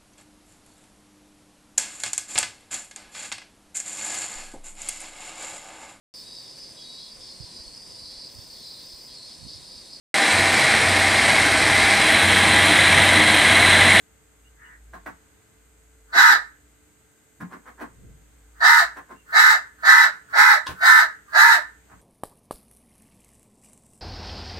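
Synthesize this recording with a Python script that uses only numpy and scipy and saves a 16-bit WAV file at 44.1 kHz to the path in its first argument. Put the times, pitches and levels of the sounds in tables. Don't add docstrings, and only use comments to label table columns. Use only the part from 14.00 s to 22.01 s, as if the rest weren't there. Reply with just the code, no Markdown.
import sys
import numpy as np
from scipy import signal
from scipy.fft import rfft, irfft, next_fast_len
from scipy.io import wavfile
from scipy.ndimage import map_coordinates

SR = 44100
rng = np.random.default_rng(int(sys.argv[2]) if len(sys.argv) > 2 else 0)


def int16_out(signal):
    q = np.round(np.clip(np.atleast_2d(signal).T, -1, 1) * 32767)
    wavfile.write(sys.argv[1], SR, q.astype(np.int16))


N = 353236

# frequency in Hz, relative level in dB.
CLOTH_SPECTRUM = [(100, -29.5), (300, -5), (550, -5), (780, -4.5), (1080, 1), (1300, -4), (1600, -1),
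                  (2100, -11), (2700, -27), (5000, -36)]
# frequency in Hz, relative level in dB.
SCRATCH_SPECTRUM = [(1000, -30), (2500, 2.5), (5000, -2.5), (8000, -13), (15500, -29.5)]
BRUSH_LEAD_S = .125
THUD_RISE_S, THUD_T60 = .018, 0.16


def amp(db):
    return 10 ** (np.asarray(db) / 20)


def unit(x):
    return x / np.sqrt(np.mean(x ** 2) + 1e-20)


def along(points, hz):
    knots_hz, values = np.transpose(points)
    return np.interp(np.log(hz + 1), np.log(knots_hz + 1), values)


def curves(rows, t):
    times, *columns = np.transpose(rows)
    return [np.interp(t, times, column) for column in columns]


def wobble(rate):
    return map_coordinates(rng.standard_normal(size=1024), [np.arange(N) * rate / SR], mode="wrap")


def filtered(x, response):
    n = x.shape[-1]
    padded = next_fast_len(n + 8192)
    return irfft(rfft(x, padded) * response(np.fft.rfftfreq(padded, 1 / SR)), padded)[..., :n]


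def colour(x, spectrum):
    return unit(filtered(x, lambda hz: amp(along(spectrum, hz))))


def swell(t, rise_s, t60):
    return amp(np.minimum(20 * t / rise_s, -60 * t / t60))


def add(track, start_s, x):
    part = track[round(start_s * SR):][:len(x)]
    part += x[:len(part)]


def rush(spectrum):
    # frequency in Hz, left-right correlation.
    coherence = [(50, 0.98), (250, 0.36), (1000, 0.21), (6000, 0.087)]
    angle = lambda hz: np.arccos(np.clip(along(coherence, hz), -1, 1)) / 2
    weights = lambda hz: np.array([np.cos(angle(hz)), np.sin(angle(hz))])
    mid, side = filtered(rng.standard_normal((2, N)), weights)
    return colour(np.array([mid + side, mid - side]), spectrum)


def drone_and_hum(drone_hz=57):
    # time in seconds, relative level in dB.
    drone_levels = [(0, -69), (.7, -55), (.8, -48.5), (1.05, -54), (1.25, -68), (2.15, -54), (3.25, -74),
                    (3.9, -58.5), (4.08, -46.5), (4.29, -56.5), (4.6, -53), (5.55, -70), (5.8, -60),
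                    (6.5, -75), (6.9, -63), (7.52, -75.5), (7.62, -59), (8, -59)]
    # frequency in Hz, level in dB.
    hum_tones = [(296, -75.5), (441, -73), (1567, -79), (2056, -80)]
    tone = lambda hz, drift_hz: unit(np.sin(2 * np.pi * np.cumsum(hz + drift_hz * wobble(16)) / SR))
    drone_db = curves(drone_levels, np.arange(N) / SR)[0] - 1
    drone = amp(drone_db + 1.7 * wobble(6.8)) * tone(drone_hz, drift_hz=2.5)
    hum = sum(amp(db + 1.1 * wobble(2.3)) * tone(hz, drift_hz=0.0037 * hz) for hz, db in hum_tones)
    return drone + hum


def outdoor_air(hush_db=-61, hiss_db=-64):
    # frequency in Hz, relative level in dB.
    hush_spectrum = [(15, -49), (25, -34), (59, -6.5), (261, -15.5), (293, -10), (375, -20.5), (439, -12.5),
                     (470, -19.5), (1130, -23.5), (1390, -19.5), (5500, -33.5), (7150, -68.5),
                     (12100, -120)]
    hiss_spectrum = [(4500, -24), (5900, -15.5), (6400, -2.5), (7400, -4.5), (8150, 1), (8700, -5.5),
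                     (9500, -16), (13500, -9.5), (15500, -30)]
    hush = amp(hush_db + wobble(2.3)) * rush(hush_spectrum)
    return hush + amp(hiss_db + 0.31 * wobble(1.0)) * rush(hiss_spectrum)


def small_bird():
    # start in seconds, length in seconds, pitch in Hz, relative level in dB.
    whistles = [(.44, 0.041, 2820, -66), (.63, 0.056, 2880, -68), (5.142, 0.083, 2777, -68)]
    out = np.zeros(N)
    for start, length, hz, db in whistles:
        t = np.arange(round(length * SR)) / SR
        waver = 1 + .015 * wobble(150)[:len(t)]
        tone = np.sin(2 * np.pi * np.cumsum(hz * waver) / SR)
        add(out, start, amp(db) * unit(np.sin(np.pi * t / length) * tone))
    return out


def porch(x, near_db, tail_db, near_t60=.11, gap_s=0.0054):
    # frequency in Hz, reverberation time in seconds.
    decay_times = [(100, .3), (700, 0.25), (1600, 0.34), (2700, 0.27), (4000, 0.25), (8000, 0.28),
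                   (15000, 0.18)]
    hz, t, noise = signal.stft(rng.standard_normal((2, SR // 2)), SR, nperseg=256)
    tail = signal.istft(noise * amp(-60 * t / along(decay_times, hz)[:, None]), SR, nperseg=256)[1]
    t = np.arange(tail.shape[1]) / SR
    near = rng.standard_normal(tail.shape) * amp(-60 * t / near_t60) * (t > gap_s)
    response = sum(amp(db) * part / np.linalg.norm(part, axis=1, keepdims=True)
                   for db, part in ((near_db, near), (tail_db, tail)))
    response[:, 0] += 1
    heard = signal.fftconvolve(x[None], response, axes=1)[:, :len(x)]
    return heard * np.std(x) / np.std(heard, axis=1, keepdims=True)


def syrinx(start, end, top_hz, swing=0.11, skew=0.025, throb=0.48, scatter_db=3, flutter_pulses=6):
    arch = [(0, .66, .8), (.13, .75, .7), (.27, .93, .55), (.42, .995, .2), (.54, 1, .12), (.66, .985, .22),
            (.77, .91, .42), (.87, .74, .42), (1, .62, .4)]
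    t = np.arange(round((end - start) * SR)) / SR
    pitch, rough = curves(arch, t / (end - start))
    cycles = np.cumsum(top_hz * pitch) / SR
    k = np.arange(1, int(cycles[-1]))
    chance = rng.standard_normal(size=(256, 2))[k]
    loose = np.interp(k, cycles, rough)
    drive = np.interp(k, cycles, pitch) ** 2
    flutter = 2 * np.pi * k / flutter_pulses
    shift = drive * (swing * np.sin(flutter) + skew * np.sin(2 * flutter))
    jitter = .1 * loose * chance[:, 0]
    position = np.interp(k + shift + jitter, cycles, np.arange(len(t)))
    size = (1 + throb * np.cos(flutter + 1)) * amp(scatter_db * loose * chance[:, 1])
    taps = position.astype(int)[:, None] + np.arange(-7, 9)
    offset = taps - position[:, None]
    shape = np.sinc(offset) * np.sinc(offset / 8)
    pulses = np.bincount(np.clip(taps, 0, len(t) - 1).ravel(), (size[:, None] * shape).ravel(), len(t))
    return start + t, pulses, pitch, rough


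def harsh(pulses, share, puff_s=0.0011):
    envelope = signal.lfilter([1], [1, -np.exp(-1 / (puff_s * SR))], pulses)
    puffs = envelope * rng.standard_normal(size=32768)[:len(pulses)]
    share = np.clip(share, 0, 1)
    return np.sqrt(1 - share) * unit(pulses) + np.sqrt(share) * unit(puffs)


def far_crow(db=-53.5, rise_s=0.083, fade_s=0.08):
    far_caw = (.55, .79, 470)
    # frequency in Hz, relative level in dB.
    spectrum = [(600, -50), (900, -17), (1400, -7), (1900, 0), (2400, -24), (4000, -45)]
    out = np.zeros(N)
    t, pulses, _, rough = syrinx(*far_caw)
    fade = np.clip(np.minimum((t - t[0]) / rise_s, (t[-1] - t) / fade_s), 0, 1)
    add(out, t[0], amp(db) * fade * colour(harsh(pulses, rough), spectrum))
    return out


def brush(spectrum, rise_s, t60, grain_db=3):
    t = np.arange(SR // 2) / SR - BRUSH_LEAD_S
    grains = np.repeat(rng.standard_normal(len(t)), SR // 500)[:len(t)]
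    return colour(rng.standard_normal(len(t)) * amp(grain_db * grains), spectrum) * swell(t, rise_s, t60)


def thud(hz, octave_drop_db=13):
    hump = [(hz * 2 ** octave, -octave_drop_db * octave ** 2) for octave in np.linspace(-3, 3, 25)]
    return brush(hump, THUD_RISE_S, THUD_T60)


def tugs(t60=0.13, scratch_db=-23, thud_lag_s=.012):
    # peak time in seconds, relative rustle level in dB, rise in seconds,
    # relative thud level in dB, thud frequency in Hz.
    pulls = [(.937, -37.5, .005, -56.5, 205), (1.063, -34, .005, -50, 200),
             (2.149, -38.5, .03, -40.5, 320.4), (2.31, -37, .03, -41.5, 367),
             (3.407, -36.5, .006, -35.5, 169.5), (3.529, -40, .03, -44, 245),
             (3.678, -44.5, .038, -54.5, 250), (3.816, -34.5, .032, -43.5, 280),
             (4.971, -37.5, .015, -53.5, 220), (5.111, -42.5, .03, -50, 240), (7.92, -50.5, .05, -54, 140)]
    out = np.zeros(N)
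    for peak_s, db, rise_s, thud_db, thud_hz in pulls:
        rustle = brush(CLOTH_SPECTRUM, rise_s, t60)
        scratch = amp(scratch_db) * brush(SCRATCH_SPECTRUM, rise_s, t60)
        add(out, peak_s - BRUSH_LEAD_S, amp(db) * (rustle + scratch))
        add(out, peak_s - BRUSH_LEAD_S + thud_lag_s, amp(thud_db) * thud(thud_hz))
    return out


def near_crow(lead_s=0.076):
    # start and end in seconds, top pitch in Hz, then relative levels in dB
    caws = [(2.118, 2.379, 465.4, -11.5, -15.5, -55, -1.5), (4.594, 4.856, 469.5, -12, -16, -52.5, 0),
            (5.314, 5.583, 472.5, -11.5, -16, -42, 0), (5.82, 6.097, 465.8, -11, -17, -47, .5),
            (6.322, 6.59, 466.3, -11.5, -18.5, -44, 2.5), (6.797, 7.061, 466.3, -11, -18.5, -42, 2),
            (7.318, 7.597, 464.4, -11.5, -18, -45.5, 2)]
    # frequency in Hz, relative level in dB.
    wheeze_spectrum = [(700, -31.5), (1200, -7.5), (1500, -4), (1800, -9), (2400, -34.5), (3500, -32),
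                       (4400, -28), (6000, -35.5)]
    out = np.zeros((2, N))
    for start, end, top_hz, db, rasp_db, wheeze_db, top_db in caws:
        call, hump = np.zeros(SR), np.hanning(SR // 5)
        add(call, 0, amp(wheeze_db) * hump * colour(rng.standard_normal(len(hump)), wheeze_spectrum))
        add(call, lead_s, amp(db) * caw(start, end, top_hz, rasp_db, top_db))
        for channel, heard in zip(out, porch(call, near_db=6.5, tail_db=-1.0)):
            add(channel, start - lead_s, heard)
    return out


def caw(start, end, top_hz, rasp_db, top_db, air=0.52, rasp_air=0.49, rough_gain_db=10.5,
        rasp_rise_s=0.032, on_s=0.0051, off_s=0.023):
    # frequency in Hz, relative level in dB.
    throat_spectrum = [(150, -42.5), (330, -6), (600, -3), (800, -10), (930, -5.5), (1040, -9.5),
                       (1140, -12), (1260, -2.5), (1650, -1.5), (1765, 6), (1860, -2), (2080, -6.5),
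                       (2380, -24), (3300, -51.5)]
    rasp_spectrum = [(1800, -67), (2600, -10.5), (3300, -12.5), (3650, -6), (3900, 3.5), (4250, -5.5),
                     (5300, -9), (6500, -12), (7900, -11.5), (9300, -23), (12300, -18), (15500, -29)]
    t, pulses, pitch, rough = syrinx(start, end, top_hz)
    age = t - start
    voice = beak(colour(harsh(pulses, air * rough), throat_spectrum), pitch, voice_band)
    rasp = colour(harsh(pulses, rasp_air + air * rough), rasp_spectrum)
    rasp = beak(rasp, pitch, lambda hz, gape, age: beak_ring(hz, gape, age, top_db))
    rasp *= amp(rasp_db + rough_gain_db * rough) * (1 - np.exp(-age / rasp_rise_s))
    gate = np.clip(age / on_s, 0, 1) * np.clip((end - t) / off_s, 0, 1)
    return amp(effort(age, end - start)) * (voice + rasp) * gate


def beak(x, pitch, gain_db):
    hz, age, frames = signal.stft(x, SR, nperseg=1024, noverlap=896)
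    gape = np.interp(age * SR, np.arange(len(x)), pitch)
    frames = frames * amp(gain_db(hz[:, None] + 1, gape, age))
    return unit(signal.istft(frames, SR, nperseg=1024, noverlap=896)[1][:len(x)])


def voice_band(hz, gape, age, centre_hz=1500, narrow_db=-20, spread_s=0.0083,
               edge_hz=900, edge_slope_db=70, leak_db=-39):
    spread = narrow_db * np.exp(-age / spread_s) * np.abs(np.log2(hz / centre_hz))
    return spread + np.clip(edge_slope_db * np.log2(hz / (edge_hz * gape)), leak_db * gape ** 2, 0)


def beak_ring(hz, gape, age, top_db, ring_hz=5400, ring_db=2.5, bite_db=7, bite_s=0.049, shut_db=-20):
    peak = np.exp(-((hz - ring_hz * np.sqrt(gape)) / 400) ** 2)
    treble = (top_db + shut_db * (1 - gape)) * np.clip(hz / 5000 - 1, 0, 1)
    return (ring_db + bite_db * np.exp(-age / bite_s)) * peak + treble


def effort(age, length, attack_s=.075, attack_db=22.5, sag_db_per_s=18, release_s=0.061, release_db=16):
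    attack = np.clip(1 - age / attack_s, 0, 1) ** 2
    release = np.clip(1 - (length - age) / release_s, 0, 1)
    return -attack_db * attack - sag_db_per_s * age - release_db * release


def gust(peak_s=4.05, db=-46.5, rise_s=0.18, t60=0.77):
    # frequency in Hz, relative level in dB.
    spectrum = [(25, -13.0), (60, -8.5), (130, -2.0), (220, -14.5), (500, -21.5), (1500, -67.5)]
    return amp(db) * swell(np.arange(N) / SR - peak_s, rise_s, t60) * rush(spectrum)


def hop(strike_s=6.669, settle_lag_s=0.028):
    out = np.zeros(N)
    claws = amp(-29) * brush(SCRATCH_SPECTRUM, rise_s=.005, t60=0.025)
    knock = amp(-27) * brush(CLOTH_SPECTRUM, rise_s=.005, t60=0.027)
    rustle = amp(-35.5) * brush(CLOTH_SPECTRUM, rise_s=.025, t60=.11)
    scrape = amp(-46) * brush(SCRATCH_SPECTRUM, rise_s=.025, t60=.11)
    weight = amp(-40) * thud(hz=100, octave_drop_db=3.5)
    add(out, strike_s - BRUSH_LEAD_S, claws + knock)
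    add(out, strike_s + settle_lag_s - BRUSH_LEAD_S, rustle + scrape + weight)
    return out


def scene(lag_s=0.00019):
    # frequency in Hz, left minus right level in dB.
    balance = [(500, 4.5), (900, -5), (1300, -2.5), (1800, -2.5), (2200, -3), (4500, -3), (6000, 0.5),
               (7500, 2), (8700, 7), (12000, 7.5), (15000, 13.5)]
    sides = np.array([[.5], [-.5]])
    direction = lambda hz: amp(sides * along(balance, hz)) * np.exp(-2j * np.pi * hz * sides * lag_s)
    caws = filtered(near_crow(), direction)
    bedding = porch(tugs() + hop(), near_db=2, tail_db=-7.5)
    far_birds = porch(far_crow() + small_bird(), near_db=5.5, tail_db=-6.5)
    return amp(3.5) * caws + amp(4) * (bedding + far_birds) + drone_and_hum() + gust() + outdoor_air()


def record(dry, top_hz=15850):
    return filtered(np.clip(dry, -1, 1), lambda hz: hz < top_hz)


dry = scene()
out = record(dry)
int16_out(out)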